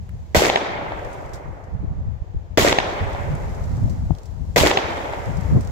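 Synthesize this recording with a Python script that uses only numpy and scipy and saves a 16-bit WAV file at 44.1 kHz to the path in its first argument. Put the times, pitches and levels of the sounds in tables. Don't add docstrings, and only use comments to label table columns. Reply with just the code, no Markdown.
import sys
import numpy as np
from scipy import signal
from scipy.fft import rfft, irfft
from scipy.io import wavfile
from scipy.ndimage import uniform_filter1d, minimum_filter1d

SR = 44100
rng = np.random.default_rng(int(sys.argv[2]) if len(sys.argv) > 2 else 0)


def wav_out(sig):
    wavfile.write(sys.argv[1], SR, np.round(np.clip(np.atleast_2d(sig).T, -1, 1) * 32767).astype(np.int16))


N = 251811
SHOT_LEN = 3 * SR
NEAR_LEN = SR // 2


def amp(db):
    return 10 ** (np.asarray(db) / 20)


def unit(x):
    return x / np.sqrt(np.mean(x ** 2) + 1e-20)


def read(points, hz):
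    f, value = np.transpose(points)
    return np.interp(np.log(hz + 1), np.log(f + 1), value)


def follow(rows, size, axis=1):
    rows = np.asarray(rows)
    return np.interp(np.arange(size) / SR, rows[:, 0], rows[:, axis])


def panned(db):
    gains = amp(np.array([db, -db]) / 2)
    return (gains / np.sqrt(np.mean(gains ** 2, 0))).reshape(2, -1)


def add(mix, s, sound):
    part = mix[:, max(round(s * SR), 0):][:, :sound.shape[1]]
    part += sound[:, :part.shape[1]]


def tint(x, spectrum, stretch=1):
    hz = np.fft.rfftfreq(x.shape[1], 1 / SR)
    return unit(irfft(rfft(x) * amp(read(spectrum, hz / stretch)), x.shape[1]))


def white(size):
    return rng.standard_normal((2, size))


def blend(shared, fresh, likeness):
    return likeness * shared + np.sqrt(1 - likeness ** 2) * fresh


def lumps(length, size):
    return unit(signal.oaconvolve(rng.standard_normal(length), signal.windows.hann(size), "same"))


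def burst(noise, decay, rise=0.00013):
    t = np.arange(noise.shape[1]) / SR
    shape = (1 - np.exp(-t / rise)) * np.exp(-t / decay)
    return unit(noise * shape) * np.sqrt(np.mean(shape ** 2))


def swell(size, peak_s, rise_db_per_s, fall_db_per_s):
    t = np.arange(size) / SR - peak_s
    return np.minimum(rise_db_per_s * t, -fall_db_per_s * t)


# frequency in Hz, correlation from -1 to 1.
PORT_LIKENESS = [(60, -0.64), (150, 0.79), (300, 0.9), (640, 0.062), (1400, -0.22), (3000, 0.063),
                 (15000, -0.14)]


def diffuse(size):
    left, other = rfft(white(size))
    same = np.clip(read(PORT_LIKENESS, np.fft.rfftfreq(size, 1 / SR)), -1, 1)
    right = same * left + np.sqrt(1 - same ** 2) * other
    return irfft(np.array([left, right]), size)


# frequency in Hz, relative level in dB per Hz.
HUSH_COLOUR = [(150, -53), (250, -5), (490, -3), (867, -4), (1330, -17), (1700, -14.5), (2800, -22),
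               (5600, -29), (6880, -27), (9720, -47), (12400, -39), (15500, -41)]


def distant_hush(level_db=-53):
    return amp(level_db) * tint(diffuse(N), HUSH_COLOUR)


# frequency in Hz, relative level in dB per Hz.
RUMBLE_COLOUR = [(10, -30), (25, -13.5), (50, -4), (100, -2), (140, -9), (200, -17), (280, -33.5),
                 (400, -56), (2000, -96)]


def eddies(stretch, lumpy_db=4.0):
    lump_db = lumpy_db * np.array([lumps(N, size=1300), lumps(N, size=1300)])
    swirl = tint(white(N) * amp(lump_db), RUMBLE_COLOUR, stretch)
    return swirl / np.sqrt(uniform_filter1d(swirl ** 2, size=5000) + 1e-6)


# time in seconds,
# relative level in dB, left minus right in dB.
WIND_CURVE = [(0, -31.5, 0), (.3, -35.5, 1), (.6, -41.5, 2), (1.05, -35, 0.5), (1.6, -40, 2.5),
              (1.97, -24.5, -3), (2.2, -36.5, 9), (2.9, -34.5, 4), (3.25, -27, -5.5), (3.5, -28, 2),
              (3.93, -23.5, 2.5), (4.15, -28.5, 6), (4.23, -37, 10), (4.44, -24, 10), (4.78, -39.5, 6),
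              (5.2, -32.5, 2), (5.45, -23.5, 8), (5.71, -28, 2)]


def wind_rumble(level_db=1, brisk_db=-27, fine_db=-9, fine_size=1.42, fine_growth=0.42, flutter_db=2.7):
    curve_db = follow(WIND_CURVE, N)
    flutter = flutter_db * np.array([lumps(N, size=6000), lumps(N, size=6000)])
    fine_gain = amp(fine_db + fine_growth * np.minimum(curve_db - brisk_db, 5))
    swirl = eddies(0.89) + fine_gain * eddies(fine_size)
    return swirl * amp(level_db + curve_db + flutter) * panned(follow(WIND_CURVE, N, axis=2))


# middle in seconds, level in dB, Gaussian half length in seconds,
# left minus right in dB, factor on pitch.
GUST_ROWS = [(.124, -33, 0.025, 21, 0.89), (1.054, -36, 0.03, 9, 0.55), (1.492, -29, 0.021, 15, 1),
             (1.748, -21, .014, -18, 0.92), (1.838, -28.5, 0.0073, 2, 2.5),
             (2.217, -20.5, 0.0077, -15, 0.76), (2.347, -24, 0.0017, 18, 2.14),
             (2.363, -18, 0.0094, 4.5, 0.68), (3.029, -17.5, 0.011, -2.5, 1.07),
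             (3.316, -22.5, 0.035, -0.5, 1.48), (3.848, -25, 0.091, 1.5, 1.58),
             (4.108, -19.5, 0.0012, 21, 4.6), (4.112, -10.5, 0.0081, 25, 1.5),
             (5.29, -24.5, .02, 13.5, 1.57), (5.391, -17.5, 0.0052, 15, 1.14),
             (5.524, -16.5, 0.0038, 0, 2.25), (5.561, -12, 0.032, 1, 1.34), (5.572, -24, .016, 2, 4)]


def gusts():
    out, t = np.zeros((2, N)), np.arange(-SR // 4, SR // 4) / SR
    for s, db, half, pan_db, stretch in GUST_ROWS:
        shape = np.exp(-(t / half) ** 2 / 2)
        rumble = tint(white(len(t)), RUMBLE_COLOUR, stretch) * shape
        puff = np.array([unit(port) for port in rumble])
        puff = amp(db) * panned(pan_db) * puff * np.sqrt(np.mean(shape ** 2))
        add(out, max(s + t[0], 0), puff[:, s + t >= 0])
    return out


# time in seconds, relative level in dB.
RUSTLE_CURVE = [(0, -76.5), (.6, -73), (1.15, -65), (1.85, -87), (2.4, -98.5), (2.9, -61.5), (3.78, -64),
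                (4.39, -72.5), (4.95, -59), (5.71, -63)]
# frequency in Hz, relative level in dB per Hz.
LEAF_COLOUR = [(500, -39), (2000, 0), (4000, 3), (7300, 3.5), (9000, -8.5), (11000, -6), (15500, -9.5)]


def leaf_rustle(level_db=9, grain_db=1.0, grains_per_s=1500, grain_share=0.81):
    sizes = amp(grain_db * np.minimum(rng.exponential(1, (2, N)), 5))
    struck = rng.random((2, N)) < grains_per_s / SR
    grains = unit(white(N) * sizes * struck)
    return tint(white(N) + grain_share * grains, LEAF_COLOUR) * amp(level_db + follow(RUSTLE_CURVE, N))


# start in seconds,
# relative level in dB, decay in seconds, factor on pitch.
TICK_ROWS = [(0.092, -44, 0.0035, 0.31), (.992, -50, .003, 1.04), (1.048, -47, 0.0045, 1),
             (1.129, -49, 0.01, 1.25), (1.334, -42.5, 0.02, 0.99), (1.639, -57.5, 0.0074, 1.03),
             (3.351, -45, 0.0037, 1.26), (3.896, -47.5, 0.015, 0.98), (4.15, -46, .003, 0.8),
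             (4.185, -45, 0.0037, 0.8), (4.233, -49, .003, 1.05), (4.2561, -50.5, .011, 1.03),
             (5.6073, -43.5, 0.0073, 1.1), (5.673, -40.5, .003, .87)]
# frequency in Hz, relative level in dB per Hz.
TICK_COLOUR = [(1000, -13), (3000, -6), (5000, 2.5), (7500, 1), (9500, -10), (15500, -14)]


def ticks(level_db=1.5, random_per_s=6.3, random_db=20, random_spread_db=6, random_decay_s=0.0048):
    out = np.zeros((2, N))
    for s, db, decay, stretch in TICK_ROWS:
        add(out, s, amp(db + level_db) * burst(tint(white(SR // 8), TICK_COLOUR, stretch), decay))
    struck = rng.random(N) < random_per_s / SR
    random_gain = amp(random_db - random_spread_db * rng.random((2, N)) + follow(RUSTLE_CURVE, N))
    tick = burst(tint(white(SR // 8), TICK_COLOUR), random_decay_s)
    return out + signal.oaconvolve(struck * random_gain, tick, axes=1)[:, :N]


# frequency in Hz, relative level in dB per Hz.
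WOODS_COLOUR = [(88, -32), (150, -11), (234, -10), (405, -4), (473, -4), (561, -1.5), (938, -4.5),
                (1040, -8.5), (1680, -12.5), (2100, -11), (2810, -20), (3390, -19), (4380, -27),
                (6730, -35.5), (9000, -53.5), (11700, -85), (19800, -120)]
# frequency in Hz, time in seconds to fall 60 dB.
WOODS_DECAY = [(100, 1.7), (300, 3.93), (700, 3.74), (1300, 3.2), (2300, 2.35), (4000, 1.26), (7000, 0.73),
               (12000, 0.46)]


def woods(trunks, level_db=-25.5, patchy_db=1.45, colour_age=0.35):
    hz, t, z = signal.stft(tint(trunks, WOODS_COLOUR), SR, nperseg=512)
    patches = uniform_filter1d(rng.standard_normal(z.shape[1:]), size=2, axis=1)
    patches = unit(uniform_filter1d(patches, size=14, axis=0))
    decay_db = -60 * np.maximum(t - colour_age, -.18) / read(WOODS_DECAY, hz)[:, None]
    roll = signal.istft(z * amp(patchy_db * patches + decay_db), SR, nperseg=512)[1][:, :SHOT_LEN]
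    return roll * amp(level_db + swell(SHOT_LEN, peak_s=0.092, rise_db_per_s=118, fall_db_per_s=0.75))


# delay in seconds, boom level in dB,
# boom frequency in Hz, boom cycles up to its peak, crack level in dB, crack energy decay in seconds,
# factor on crack pitch, lag of the left port in seconds.
ARRIVAL_ROWS = [(.0007, -7, 340, .6, -13, 0.002, 1, .00045), (.0082, 4, 586, .8, -6.5, .002, 1, .0001),
                (.041, -18, 860, 1.6, -13.5, .002, 1.1, .0002), (.048, -33, 880, 1.3, -12, .0015, 1.1, 0),
                (.0737, -2.5, 498, 0.74, -13, 0.0018, 0.73, -.0002),
                (.086, -11.5, 430, 0.71, -24, .002, 1, .0002),
                (.091, -20, 473, 1.2, -10.5, 0.0021, 0.86, -.0002),
                (0.1092, -15.5, 440, 0.71, -10.5, 0.0025, 1.47, .0003),
                (.1466, -10, 374, 0.63, -13.5, 0.003, 1, 0), (.152, -8, 810, 1.1, 1, .0008, 1.08, -.0001),
                (.211, -0.5, 795, 1.13, -2, .0023, 1, .00045),
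                (0.226, -12.5, 912, 0.85, -13, 0.002, 0.98, .0003),
                (.5735, -16, 746, 1.3, -25.5, 0.0014, 1, -.00025)]
# frequency in Hz, relative level in dB per Hz.
CRACK_COLOUR = [(200, -7.5), (800, 10.5), (1250, -17), (1800, 3.5), (2250, -1), (2750, 0), (3600, -1.5),
                (4500, -14), (6500, -18.5), (9000, -37.5), (15000, -44)]


def arrival(grain, boom_db, boom_hz, cycles, crack_db, crack_decay, crack_pitch, lag):
    size = grain.shape[1]
    turns = boom_hz * np.arange(size) / SR
    u = turns / cycles
    boom = u ** 3 * np.exp(3 * (1 - u)) * np.sin(2 * np.pi * turns)
    phase = np.angle(rfft(burst(grain, crack_decay, rise=0.0007)))
    smear = irfft(np.exp(1j * phase), size)
    crack = burst(tint(smear, CRACK_COLOUR, crack_pitch), 2 * crack_decay, rise=0.0011)
    sound = amp(boom_db) * boom + amp(crack_db) * crack
    delays = np.maximum([[lag], [-lag]], 0)
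    return irfft(rfft(sound) * np.exp(-2j * np.pi * delays * np.fft.rfftfreq(size, 1 / SR)), size)


def front_and_echoes(grains, sway_db=1.2):
    out = np.zeros((2, SHOT_LEN))
    sways = amp(sway_db * rng.standard_normal(len(ARRIVAL_ROWS)))
    for grain, sway, (delay, *wavefront) in zip(grains, sways, ARRIVAL_ROWS):
        add(out, delay, sway * arrival(grain, *wavefront))
    return out


def past_bank(bank_s=0.1386, fade_s=0.016):
    return np.clip((np.arange(NEAR_LEN) / SR - bank_s) / fade_s, 0, 1)


# frequency in Hz, relative level in dB per Hz.
SCATTER_COLOUR = [(100, -24), (220, -15), (380, 4), (500, -4.5), (650, 1.5), (850, -15), (1150, -11),
                  (1600, -11), (2100, -4.5), (2900, -20), (4000, -21.5), (7300, -22), (9000, -38),
                  (15000, -67)]


def range_scatter(noise, clutter_db):
    underfoot = amp(-13 - 380 * np.arange(NEAR_LEN) / SR)
    frames_db = -15.5 + swell(NEAR_LEN, peak_s=0.094, rise_db_per_s=340, fall_db_per_s=90)
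    frames = amp(frames_db - 12 * past_bank())
    return tint(noise, SCATTER_COLOUR) * np.hypot(underfoot, frames) * amp(clutter_db)


# start in seconds, left level in dB, right level in dB.
THUMP_ROWS = [(0.368, -1, -3), (2.5943, -9, -34), (2.6243, -21, -5.5), (4.6108, -9.5, -2)]


def diaphragm_thumps(swing_hz=58, decay=0.007, rise=0.00032):
    out, t = np.zeros((2, N)), np.arange(SR // 12) / SR
    swing = -(1 - np.exp(-t / rise)) * np.exp(-t / decay) * np.cos(2 * np.pi * swing_hz * t + 0.51)
    for s, left_db, right_db in THUMP_ROWS:
        add(out, s, amp([[left_db], [right_db]]) * swing)
    return out


# frequency in Hz, relative level in dB per Hz.
CRACKLE_COLOUR = [(150, 7), (900, 9), (1400, -4), (3200, 2.5), (5500, -2.5), (7500, -1), (9200, -16.5),
                  (10500, -9.5), (15500, -15)]


def overload_crackle(level_db=-18.5, spiky_db=2):
    spurts = unit(lumps(NEAR_LEN, size=60) + lumps(NEAR_LEN, size=420))
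    crackle = tint(white(NEAR_LEN) * amp(spiky_db * spurts), CRACKLE_COLOUR)
    envelope_db = level_db + swell(NEAR_LEN, peak_s=0.021, rise_db_per_s=478, fall_db_per_s=95)
    return crackle * amp(envelope_db - 10 * past_bank())


# frequency in Hz, relative level in dB per Hz.
BLAST_COLOUR = [(59, -53), (100, 6.5), (614, -7), (1310, -5.5), (2180, -5.5), (2630, -23.5), (3250, -11),
                (4370, -14.5), (5070, -18), (6950, -21), (8950, -57), (11500, -22.5), (15500, -20)]


def muzzle_blast(noise, level_db=-17, hold_s=0.02, fall_db_per_s=414):
    t = np.arange(NEAR_LEN) / SR
    return tint(noise, BLAST_COLOUR) * amp(level_db - fall_db_per_s * np.maximum(t - hold_s, 0))


# start in seconds, level of the whole shot in dB, and relative to it
# the crackle in dB and the rolling tail in dB.
SHOT_ROWS = [(0.3467, -1.5, 4, 1), (2.5742, -0.5, 2.5, 0), (4.5608, -1, 5, 1)]


def shots(likeness=0.64, far_likeness=0.81, ragged_db=5.0):
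    out = np.zeros((2, N))
    gun, ground, trunks = diffuse(NEAR_LEN), diffuse(NEAR_LEN), diffuse(SHOT_LEN)
    clutter_db = ragged_db * lumps(NEAR_LEN, size=220)
    grains = rng.standard_normal((len(ARRIVAL_ROWS), 1, SR // 20))
    for s, level_db, crackle_db, tail_db in SHOT_ROWS:
        shot = amp(tail_db) * woods(blend(trunks, diffuse(SHOT_LEN), far_likeness))
        add(shot, 0, muzzle_blast(blend(gun, diffuse(NEAR_LEN), likeness)))
        add(shot, 0, range_scatter(blend(ground, diffuse(NEAR_LEN), likeness), clutter_db))
        add(shot, 0, amp(crackle_db) * overload_crackle())
        bent = blend(grains, rng.standard_normal(grains.shape), far_likeness)
        add(shot, 0, front_and_echoes(bent))
        add(out, s, amp(level_db) * shot)
    return out


def scene():
    background = distant_hush() + wind_rumble() + gusts() + leaf_rustle() + ticks()
    return background + diaphragm_thumps() + shots()


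def record(dry):
    ceiling = .86
    gain = np.minimum(ceiling / (abs(dry) + 1e-9), 1)
    gain = uniform_filter1d(minimum_filter1d(gain, size=61), size=61)
    lowpass = signal.firwin(511, 15750, window=("kaiser", 9), fs=SR)
    return signal.oaconvolve(dry * gain, lowpass[None], "same")


dry = scene()
out = record(dry)
wav_out(out)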